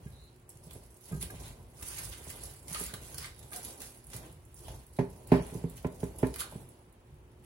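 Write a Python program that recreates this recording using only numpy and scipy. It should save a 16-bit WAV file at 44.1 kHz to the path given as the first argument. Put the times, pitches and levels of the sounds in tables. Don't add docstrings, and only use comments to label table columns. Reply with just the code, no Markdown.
import sys
import numpy as np
from scipy import signal
from scipy.fft import rfft, irfft, next_fast_len
from scipy.io import wavfile
from scipy.ndimage import uniform_filter1d

SR = 44100
rng = np.random.default_rng(int(sys.argv[2]) if len(sys.argv) > 2 else 0)


def log_audio(samples):
    frames = np.atleast_2d(samples).T
    limited = np.clip(frames, -1, 1)
    pcm = np.round(limited * 32767).astype(np.int16)
    wavfile.write(sys.argv[1], SR, pcm)


def attenuation_scalar(level_db):
    decades = np.asarray(level_db, float) / 20
    return 10 ** decades


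N = 328537
TIME = np.arange(N) / SR

# f/Hz, level/dB
AIR_COLOUR = [(18, -39), (30, -4.5), (64, -9.5), (112, -1.5), (170, -12.5), (295, -15), (364, -12.5),
              (684, -21.5), (937, -20.5), (1390, -24.5), (2900, -29), (5310, -40), (10800, -39.5),
              (13000, -51), (16000, -40)]
AIR_DB = -62
# f/Hz, level/dB
FRIDGE_HUM = [(60, -67), (120, -69.5), (240, -74.5), (360, -71)]
# f/Hz, t60/s
KITCHEN_DECAY = [(100, 0.23), (400, 0.31), (1500, 0.32), (5000, 0.27), (12000, 0.18)]
# f/Hz, likeness/1
PORT_LIKENESS = [(60, 1), (150, 0.97), (380, 0.81), (950, 0.29), (2380, -0.0058), (5980, -0.11),
                 (15000, 0.1)]
# f/Hz, level/dB
PORT_LEAN = [(60, 0), (130, -1), (290, 0), (640, -2), (1410, 1), (3100, -0.5), (6820, -3.5), (15000, -6)]
# f/Hz, lead/rad
PORT_LEAD = [(60, -0.3), (140, -0.03), (300, -0.3), (900, -0.74), (2200, -2.5), (6000, -2), (15000, -0.7)]
# f/Hz, share/1
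DROPOUT_SHARE = [(2500, .0), (3500, .08), (5000, .09), (7500, .05), (9000, .01), (11900, .01), (12600, .55),
                 (13400, .1), (14300, .45), (15000, .03)]
EDGE_HZ = 15900

# peak t/s, rumble level/dB, 20 dB fall/s, scrape over rumble level/dB
HAND_SHIFTS = [(0.0, -49.5, 0.54, -14), (0.56, -48, -0.27, -17), (0.74, -53, 0.3, -8),
               (1.17, -44.5, 0.18, -8), (1.3, -55.5, 0.5, -4), (1.42, -45.5, 0.35, -12),
               (1.6, -45, 0.04, -23), (1.83, -38.5, -0.43, -15), (2.05, -50.5, 0.75, -6),
               (2.45, -47, 0.14, -7.5), (2.8, -49, 0.5, -6.5), (3.15, -47.5, 0.39, -10),
               (3.65, -54, .5, -1), (4.19, -46.5, 0.28, -11), (4.45, -54, 1, -20), (4.7, -45, 0.17, -8),
               (5.08, -50, 0.35, -9), (5.35, -41.5, 0.13, -6), (5.55, -48, 0.7, -7.5),
               (5.87, -32.5, -0.21, -14), (6.08, -52, 0.4, -8), (6.25, -48.5, 0.54, -5),
               (6.56, -54, 0.31, -1.5), (5.58, -42, -0.47, -26), (6.9, -60.5, -0.6, -15),
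               (7.15, -57, 0.2, -16), (3.45, -65, 1.5, -10), (2.35, -54.5, 0.14, -8),
               (7.4, -56, 0.9, -13.5)]
SHIFT_RISE, REST_DB = 0.69, -69.5
# f/Hz, level/dB
RUMBLE_COLOUR = [(30, -44.5), (45, -2), (62, -3.5), (100, -7.5), (140, -8), (220, -30.5), (400, -49.5)]
# f/Hz, level/dB
SCRAPE_COLOUR = [(100, -30), (200, -2), (400, -1), (700, -5.5), (1000, -7.5), (1600, -39)]

# t/s, peak level/dB, struck low note f/Hz, board level/dB, tube level/dB
PAN_NUDGES = [(0.056, -33.5, 190, -18, -35.5), (0.663, -41, 135, -13, -30), (0.752, -43.5, 189, 3, -8),
              (1.125, -26.5, 145, -22, -23), (1.169, -31.5, 147, -18, -36), (1.227, -34.5, 132, -10.5, -12),
              (1.339, -39.5, 122, -10, -13), (2.265, -39.5, 129, -10, -9.5), (2.706, -36.5, 142, -18, -13),
              (2.747, -45, 109, -8, 2.5), (2.804, -38, 147, 2, -6), (2.932, -36.5, 186, -12, -9),
              (3.519, -48, 130, -15, -2.5), (4.139, -41, 119, -4, -12), (4.68, -43.5, 113, -10, 2.5)]
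# t/s, peak level/dB, struck low note f/Hz, board level/dB, tube level/dB
ROLL_KNOCKS = [(4.987, -20.5, 137, -9, -6), (5.318, -15, 178.6, -3.5, -4), (5.518, -35.5, 143, -4, -12),
               (5.548, -28, 128, -7.5, -19), (5.638, -24.5, 169, -9.5, -18.5), (5.845, -29, 162, 1.5, -2),
               (6.029, -25.5, 174, -4.5, -11.5), (6.229, -19.5, 132, -3.5, -6.5), (6.268, -46, 176, -16, 6),
               (6.552, -33.5, 186, -10, -17), (6.868, -48.5, 135, -22.5, -23), (7.147, -61, 110, -17, -14)]
# t/s, peak level/dB, struck low note f/Hz, board level/dB, tube level/dB
ROCKING_BOUNCES = [(1.112, -34, 185, -15, -16), (1.144, -30.5, 178, -17.5, -33),
                   (4.994, -23.5, 138, -5, -15), (5.008, -28, 138, -6.5, -14), (5.034, -35, 138, -6, -9),
                   (5.339, -22, 136, -14, -3), (5.362, -29.5, 176, -7, -7), (5.395, -35, 172, -6, -1.5),
                   (5.856, -31.5, 180, -14, -32), (6.245, -32, 138, -37, -10), (6.52, -45.5, 142, -4, 0),
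                   (5.609, -43.5, 144, -10.5, -12), (4.3, -45.5, 120, -18, -22)]
SECOND_NOTE_DB = {137: -2, 178: -4}
# f/Hz, level/dB, t60/s
BOARD_MODES = [(253.8, 7.5, 0.098), (355, 2, 0.083), (394.7, 5, 0.13), (423, -1.5, 0.12), (458, -3.5, 0.12)]
# f/Hz, level/dB, t60/s
TUBE_MODES = [(536, 10.5, 0.026), (594, -7.5, 0.27), (626.5, -3, 0.16), (653, -3, 0.08), (716, 3, 0.053),
              (842, -0.5, 0.088), (882, -1, 0.11), (1013, -3, 0.1)]
# f/Hz, level/dB, t60/s
PAN_MODES = [(1221, 1, 0.16), (1609, 4, 0.12), (1910, -17, 0.08), (2088, 0.5, 0.079), (2260, -10, 0.12),
             (2440, -5.5, 0.094)]
# f/Hz, level/dB
KNOCK_COLOUR = [(300, -18.5), (600, 2), (770, -10), (950, 2), (1080, -4.5), (1250, -9.5), (1600, -7),
                (2400, -10.5), (3500, -25.5), (6000, -35), (12000, -37)]
# t/s, peak level/dB, upper notes level/dB, ring time/share
RIM_PINGS = [(0.066, -77, 19, 1.2), (1.1226, -56, 6, 1.3), (1.3, -57.5, 15, 0.43), (1.807, -66, 6, 1.1),
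             (2.756, -41, -13, 0.42), (2.746, -58, 8, 0.65), (2.9395, -58, 9, 0.42),
             (3.244, -54.5, 8, 0.59), (5.32, -61, 16, 1.2), (5.849, -61.5, 17, 0.36),
             (3.519, -55.5, 9, 0.71), (4.1326, -64, 1, 0.79), (2.799, -68, 14, 1.9)]
NOTE_T60, NOTE_DAMPING = .12, 0.51
CRACK_T60, CRACK_DAMPING = .11, 0.87
BOARD_DAMPING = 1.18

# start t/s, level/dB, length t/s, centre f/Hz, width f/Hz
RIM_SQUEAKS = [
    (0.111, -68.5, 0.11, 3880, 300),
    (0.182, -67, .12, 4060, 350),
    (4.639, -62.5, 0.091, 3180, 600),
    (3.337, -71.5, 0.12, 3750, 250),
    (3.526, -55, 0.07, 714, 70),
    (6.4, -46, 0.031, 1320, 400),
    (6.403, -55, 0.038, 2600, 900),
]
# peak t/s, crackle level/dB, 20 dB fall/s, body over crackle level/dB
FILM_TUGS = [(0.06, -65, .5, -3.5), (1.08, -52.5, 0.7, -10), (1.35, -54.5, 0.3, -3.5),
             (1.83, -40, -0.28, -11.5), (2.44, -51, 0.2, -7.5), (2.71, -40, 0.19, -10),
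             (3.03, -51, 0.67, -5.5), (3.4, -76, -1, -6.5), (3.54, -44.5, 0.27, -6.5), (3.65, -46, 0.2, -8),
             (3.82, -45.5, 0.2, -9.5), (4.23, -53, 0.12, -3), (4.565, -53, 0.1, -28), (5.33, -56, 0.4, 4.5),
             (5.46, -56, 0.54, -16), (5.87, -50.5, -3.5, -16), (6.19, -52, .06, -4),
             (6.51, -57.5, 0.36, -4.5), (0.7, -61.5, 0.75, -6.5), (6.62, -65, -0.05, -10)]
# peak t/s, crackle level/dB, 20 dB fall/s, body over crackle level/dB
FILM_STRETCHES = [(.5, -57.5, 0, -15), (.65, -57.5, 0.02, -18), (0.74, -55, 0.05, -12.5),
                  (1.22, -40.5, -0.0349, -4), (1.47, -49.5, 0.06, -5.5), (1.91, -45, 0.11, -9),
                  (2.01, -41, 0.1, -10), (2.13, -44.5, 0.02, -5.5), (2.21, -53, 0.2, -8),
                  (2.305, -40.5, -0.02, -7.5), (2.39, -50, 0.23, -7), (2.84, -42, 0.11, -8),
                  (3.185, -39.5, 0.01, -5), (3.248, -41, 0.04, -6), (4.16, -49.5, 0.0542, -3.5),
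                  (4.71, -55.5, 0.15, -6.5), (4.97, -59, 0.01, -2.5), (5.77, -49, -0.58, -13),
                  (6.04, -49.5, -1.24, -7), (6.415, -39.5, 0.01, -10.5), (7.45, -61.5, 0.02, -4)]
TUG_RISE, STRETCH_RISE = 0.17, 1.58
# t/s, crackle level/dB
FILM_CREEP = [(0.0, -66.5), (0.44, -78), (0.56, -69), (1.04, -89), (1.7, -94), (2.6, -66), (4.0, -73),
              (4.45, -73), (4.8, -67.5), (6.3, -59.5), (6.7, -76), (6.9, -79.5), (7.45, -82)]
CREEP_BODY_DB = -8
# t/s, peak level/dB
EDGE_TICKS = [(0.4909, -37), (0.668, -47), (0.731, -40), (2.863, -31), (2.51, -40.5), (1.222, -35),
              (0.969, -46), (1.2096, -37), (2.216, -43), (2.4094, -47), (2.4543, -43), (2.7122, -43),
              (2.78, -43), (2.7972, -27), (2.8361, -27), (3.082, -41), (3.6287, -43), (3.972, -48),
              (4.041, -46), (4.0675, -39.5), (4.163, -29), (4.325, -46.5), (4.4503, -46.5), (4.482, -64),
              (4.5277, -55), (4.5422, -39), (4.635, -46), (4.865, -43), (5.2716, -36.5), (5.697, -36.5),
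              (6.039, -39), (6.185, -32), (6.688, -43), (.835, -47), (.861, -48.5), (.942, -47),
              (1.08, -44), (6.268, -38), (6.9244, -52), (1.8108, -41), (2.199, -49), (2.5355, -42),
              (2.6279, -46), (3.0426, -52), (3.1248, -44), (6.896, -61), (3.5218, -38), (5.526, -50),
              (5.572, -56), (5.465, -40), (7.14, -59)]
# f/Hz, level/dB
TICK_COLOUR = [(4000, -34), (6500, -6), (8000, 1.5), (9500, 0.5)]
TICK_T60, SNAP_RISE_S = 0.024, .0016
# t/s, peak level/dB, body over crisp level/dB,
# t60/s
BODIED_SNAPS = [(0.571, -42.5, -30, 0.023), (0.7083, -38, -5, 0.03), (1.2255, -22.5, -9.5, 0.027),
                (1.304, -32, -20, 0.049), (1.824, -35.5, -4, 0.055), (1.963, -40, -2, 0.02),
                (2.2653, -54.5, -9, 0.053), (2.2923, -37, -11, 0.027), (2.6803, -36, -8.5, 0.08),
                (2.697, -33, -12, .03), (2.7444, -31.5, 1, 0.067), (2.9372, -30, -2, 0.043),
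                (3.143, -33, -12.5, 0.045), (3.391, -40, -29, 0.044), (3.427, -46, -6, 0.088),
                (3.5308, -37, 0.5, 0.033), (3.56, -28, -16, 0.061), (3.8028, -34.5, -8, 0.04),
                (3.8174, -31, -9, 0.038), (4.1, -40.5, -11, 0.028), (4.1318, -35, -4, 0.042),
                (4.154, -44, -9, .04), (6.0019, -42.5, -7, 0.072), (6.268, -36, -8, 0.031),
                (6.3394, -35.5, -7, 0.058), (6.359, -27.5, -4.5, 0.023), (6.384, -35, -9, .06),
                (6.391, -30, -9, 0.075), (6.397, -26, -11, .04), (6.4037, -22.5, -9, 0.044),
                (6.4091, -31, -6, 0.031), (6.438, -43, -11, 0.035), (6.422, -48, -6, 0.039),
                (1.2335, -39, -2.5, 0.028), (4.988, -48.5, 7.5, .04), (5.319, -40, 4, 0.056),
                (5.85, -57, 0, .015), (6.229, -49, -6, 0.022), (2.6728, -43.5, -7.5, .02),
                (1.8861, -42, -15, 0.026), (3.243, -38, 1.5, 0.034), (5.777, -44.5, -5.5, 0.046),
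                (4.681, -47, 3.5, 0.084), (5.355, -43, -7, .04)]
# f/Hz, level/dB
FILM_COLOUR = [(300, -33), (950, -7), (1200, -2.5), (2400, -1), (5000, -0.5), (7600, 0), (9500, 4.5),
               (11000, 8), (12000, 1), (12700, -19), (13300, -9), (14200, -6), (15300, -4), (16000, 1)]


def evened(x):
    return x / np.sqrt(np.mean(x ** 2) + 1e-20)


def read(points, hz):
    f, value = np.transpose(points)
    return np.interp(np.log(hz + 1), np.log(f + 1), value)


def columns(rows):
    s, *values = np.transpose(rows)
    return [np.interp(TIME, s, v) for v in values]


def add(mix, s, sound):
    part = mix[..., round(s * SR):][..., :sound.shape[-1]]
    part += sound[..., :part.shape[-1]]


def noise(count=N):
    return rng.standard_normal((2, count))


def colour(x, points):
    db = read(points, abs(np.fft.fftfreq(4096, 1 / SR)))
    log_gain = np.log(attenuation_scalar(np.maximum(db, -100)))
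    taps = np.fft.ifft(np.exp(np.conj(signal.hilbert(log_gain)))).real[:2048]
    return signal.oaconvolve(x, taps[None], axes=1)[:, :x.shape[1]]


def wander(per_s):
    width = max(int(SR / per_s), 2)
    smooth = uniform_filter1d(rng.standard_normal(N), width)
    return evened(uniform_filter1d(smooth, width))


def luck(shape, bins, frames):
    across = uniform_filter1d(rng.standard_normal(shape), bins, axis=-2)
    return evened(uniform_filter1d(across, frames, axis=-1))


def gestures(rows, rise, power):
    grid_s = np.arange(0, N / SR + .002, .002)
    s, db, fall, rel_db = np.transpose(rows)[:4, :, None]
    u = (grid_s - s) / np.maximum(fall, .01)
    distance = np.where(u > 0, u, -u / rise)
    level = attenuation_scalar(2 * (db - 20 * distance ** power))
    carried = level * attenuation_scalar(2 * rel_db)
    return np.array([np.interp(TIME, grid_s, p.sum(0)) for p in (level, carried)])


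def air():
    tone = attenuation_scalar(AIR_DB) * evened(colour(noise(), AIR_COLOUR))
    hum = sum(attenuation_scalar(db + 1.8 * wander(3.1)) * np.sin(2 * np.pi * hz * TIME) for hz, db in FRIDGE_HUM)
    return tone + hum


def kitchen(x):
    taps = np.zeros((2, SR // 2))
    at = np.arange(200, SR // 2 - 20, 20) + rng.integers(0, 20, (2, (SR // 2 - 201) // 20))
    np.put_along_axis(taps, at, rng.choice([-1., 1.], at.shape), 1)
    hz, t, z = signal.stft(taps, SR, nperseg=256)
    decay = attenuation_scalar(-60 * t / read(KITCHEN_DECAY, hz)[:, None])
    tail = signal.istft(z * decay, SR, nperseg=256)[1]
    return signal.fftconvolve(x, tail / np.linalg.norm(tail[0]), axes=1)[:, :N]


def hands():
    weight, slide = np.sqrt(gestures(HAND_SHIFTS, SHIFT_RISE, 1.59) + attenuation_scalar(2 * REST_DB))
    rumble = evened(colour(noise(), RUMBLE_COLOUR)) * weight * attenuation_scalar(-2 + 2.4 * wander(18))
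    scrape = evened(colour(noise(), SCRAPE_COLOUR)) * slide * attenuation_scalar(2.2 * wander(30))
    return rumble + scrape


def rings(modes, t, rise_s):
    out = 0
    for hz, db, t60 in modes:
        a, b, c = rng.standard_normal(3)
        phase = 2 * np.pi * hz * (1 + .008 * b) * (t - 2 * rise_s) + .35 * c
        out = out + attenuation_scalar(db + 1.5 * a - 60 * t / t60) * np.cos(phase)
    return out * (1 - np.exp(-t / rise_s)) ** 2


def contact(t, soft):
    fade = attenuation_scalar(-60 * t * soft ** CRACK_DAMPING / CRACK_T60)
    attack = np.minimum(t / (.0008 * soft), 1)
    return colour(fade * attack * rng.standard_normal((1, len(t))), KNOCK_COLOUR)[0]


def thuds():
    t, out = np.arange(10000) / SR, np.zeros((2, N))
    for s, db, hz, board_db, tube_db in PAN_NUDGES + ROLL_KNOCKS + ROCKING_BOUNCES:
        soft = attenuation_scalar(-.25 * (db + 20))
        other_hz = 137 if hz > 158 else 178
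        notes = [(hz, 0, NOTE_T60 / soft ** NOTE_DAMPING),
                 (other_hz, SECOND_NOTE_DB[other_hz], .13), (63, -11, .2)]
        low = rings(notes, t, 0.00317 * soft)
        damped = [(f, d, t60 / soft ** BOARD_DAMPING) for f, d, t60 in BOARD_MODES]
        both = low + attenuation_scalar(board_db - 5.0) * rings(damped, t, 0.00303 * soft)
        for side in out:
            tube = attenuation_scalar(-10.5) * rings(TUBE_MODES, t, 0.001204 * soft)
            top = tube + attenuation_scalar(6.5) * contact(t, soft)
            add(side, s, -attenuation_scalar(db) * (both + attenuation_scalar(tube_db) * top))
    return out


def pings():
    t, out = np.arange(10000) / SR, np.zeros((2, N))
    for s, db, upper_db, share in RIM_PINGS:
        held = [(hz, mode_db, t60 * max(share, .2)) for hz, mode_db, t60 in PAN_MODES]
        lowest = rings(held[:1], t, 0.00184)
        upper = attenuation_scalar(upper_db - 11.5) * rings(held[1:], t, 0.001144)
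        add(out, s, attenuation_scalar(db + 6) * (lowest + upper))
    return out


def squeaks():
    out = np.zeros((2, N))
    for s, db, length, hz, width in RIM_SQUEAKS:
        arch = np.sin(np.pi * np.arange(0, length, 1 / SR) / length) ** 0.44
        band = signal.butter(2, [hz - width / 2, hz + width / 2], "band", fs=SR, output="sos")
        add(out, s, attenuation_scalar(db) * arch * evened(signal.sosfilt(band, noise(len(arch)))))
    return out


def pull():
    creep = attenuation_scalar(2 * columns(FILM_CREEP)[0]) * attenuation_scalar([[0], [2 * CREEP_BODY_DB]])
    tugs = gestures(FILM_TUGS, TUG_RISE, 0.79)
    return np.sqrt(creep + tugs + gestures(FILM_STRETCHES, STRETCH_RISE, 1.65))


def slips(per_s, spread_db, clump_db):
    size = attenuation_scalar(spread_db * np.minimum(rng.exponential(1, N), 5)) * (rng.random(N) < per_s / SR)
    size *= attenuation_scalar(clump_db * wander(120))
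    lag = np.clip(np.arange(N) + rng.integers(-16, 17, N), 0, N - 1)
    return evened(np.array([size, size[lag]]) * rng.choice([-1., 1.], (2, N)))


def ticks():
    t, out = np.arange(4000) / SR, np.zeros((2, N))
    for s, db in EDGE_TICKS:
        shape = attenuation_scalar(db - 2.5 - 60 * t / TICK_T60) * np.minimum(t / SNAP_RISE_S, 1)
        add(out, s, shape * noise(len(t)))
    return colour(out, TICK_COLOUR)


def snaps():
    t, crisp, body = np.arange(4000) / SR, np.zeros((2, N)), np.zeros((2, N))
    for s, db, rel_db, t60 in BODIED_SNAPS:
        fade = attenuation_scalar(db - 9 - 60 * t / max(t60, .005)) * (1 + np.exp(-t / .004))
        shape = fade * np.minimum(t / SNAP_RISE_S, 1)
        add(crisp, s, shape * noise(len(t)))
        rounded = uniform_filter1d(shape, 130) * np.minimum(t / .002, 1)
        add(body, s, rounded * noise(len(t)) * attenuation_scalar(rel_db + 11.0))
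    return crisp, body


def rim(body):
    t = np.arange(4000) / SR
    ring = sum(attenuation_scalar(db - 60 * t / t60) * np.sin(2 * np.pi * hz * t) for hz, db, t60 in PAN_MODES)
    return attenuation_scalar(-51.5) * signal.oaconvolve(body, ring[None], axes=1)[:, :N]


def film():
    crisp_gain, body_gain = pull()
    snap_crisp, snap_body = snaps()
    crisp = slips(per_s=6000, spread_db=3.3, clump_db=3.2) * crisp_gain + ticks() + snap_crisp
    body = slips(per_s=7000, spread_db=1.5, clump_db=1.0) * body_gain * attenuation_scalar(7.5) + snap_body
    # f/Hz, level/dB
    body_share = [(2500, 0), (4500, -3), (7000, -14), (12000, -40)]
    crisp_share = [(1500, -40), (3000, -14), (4500, -3), (7000, 0)]
    sheet = colour(body, body_share) + colour(crisp, crisp_share)
    z = signal.stft(attenuation_scalar(-0.5) * colour(sheet, FILM_COLOUR), SR, nperseg=256)[2]
    z = z * attenuation_scalar(2.4 * luck(z.shape[1:], bins=7, frames=9))
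    return signal.istft(z, SR, nperseg=256)[1][:, :N] + rim(body)


def ports(x):
    size = next_fast_len(N)
    a, b = rfft(x, size)
    hz = np.fft.rfftfreq(size, 1 / SR)
    same = np.clip(read(PORT_LIKENESS, hz), -1, 1)
    lean = attenuation_scalar(read(PORT_LEAN, hz) / 2)
    right = (same * a + np.sqrt(1 - same ** 2) * b) / lean
    right = right * np.exp(-1j * read(PORT_LEAD, hz))
    return irfft([a * lean, right], size)[:, :N]


def scene():
    crackle = film() + squeaks()
    blows = thuds() + pings()
    room = attenuation_scalar(-3.0) * kitchen(crackle) + attenuation_scalar(-8) * kitchen(blows)
    return ports(crackle + blows + room + hands() + air())


def dropouts(x):
    lead, window = 737, signal.windows.kaiser_bessel_derived(2048, 4 * np.pi)
    hz, t, z = signal.stft(np.pad(x, ((0, 0), (lead, 0))), SR, window, nperseg=2048)
    band = np.arange(len(hz)) // 12
    chance = luck((band[-1] + 1, len(t)), bins=1, frames=2)
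    rank = chance.ravel().argsort().argsort().reshape(chance.shape) / chance.size
    kept = rank[band] >= read(DROPOUT_SHARE, hz)[:, None]
    z = z * kept * (hz < EDGE_HZ)[:, None]
    return signal.istft(z, SR, window, nperseg=2048)[1][:, lead:lead + N]


def band_limit(x):
    return signal.sosfilt(signal.butter(12, 16760, fs=SR, output="sos"), x)


def record(dry):
    bass_cut = signal.butter(3, 40, "high", fs=SR, output="sos")
    mix = dropouts(signal.sosfilt(bass_cut, dry))
    return band_limit(mix)


dry = scene()
out = record(dry)
log_audio(out)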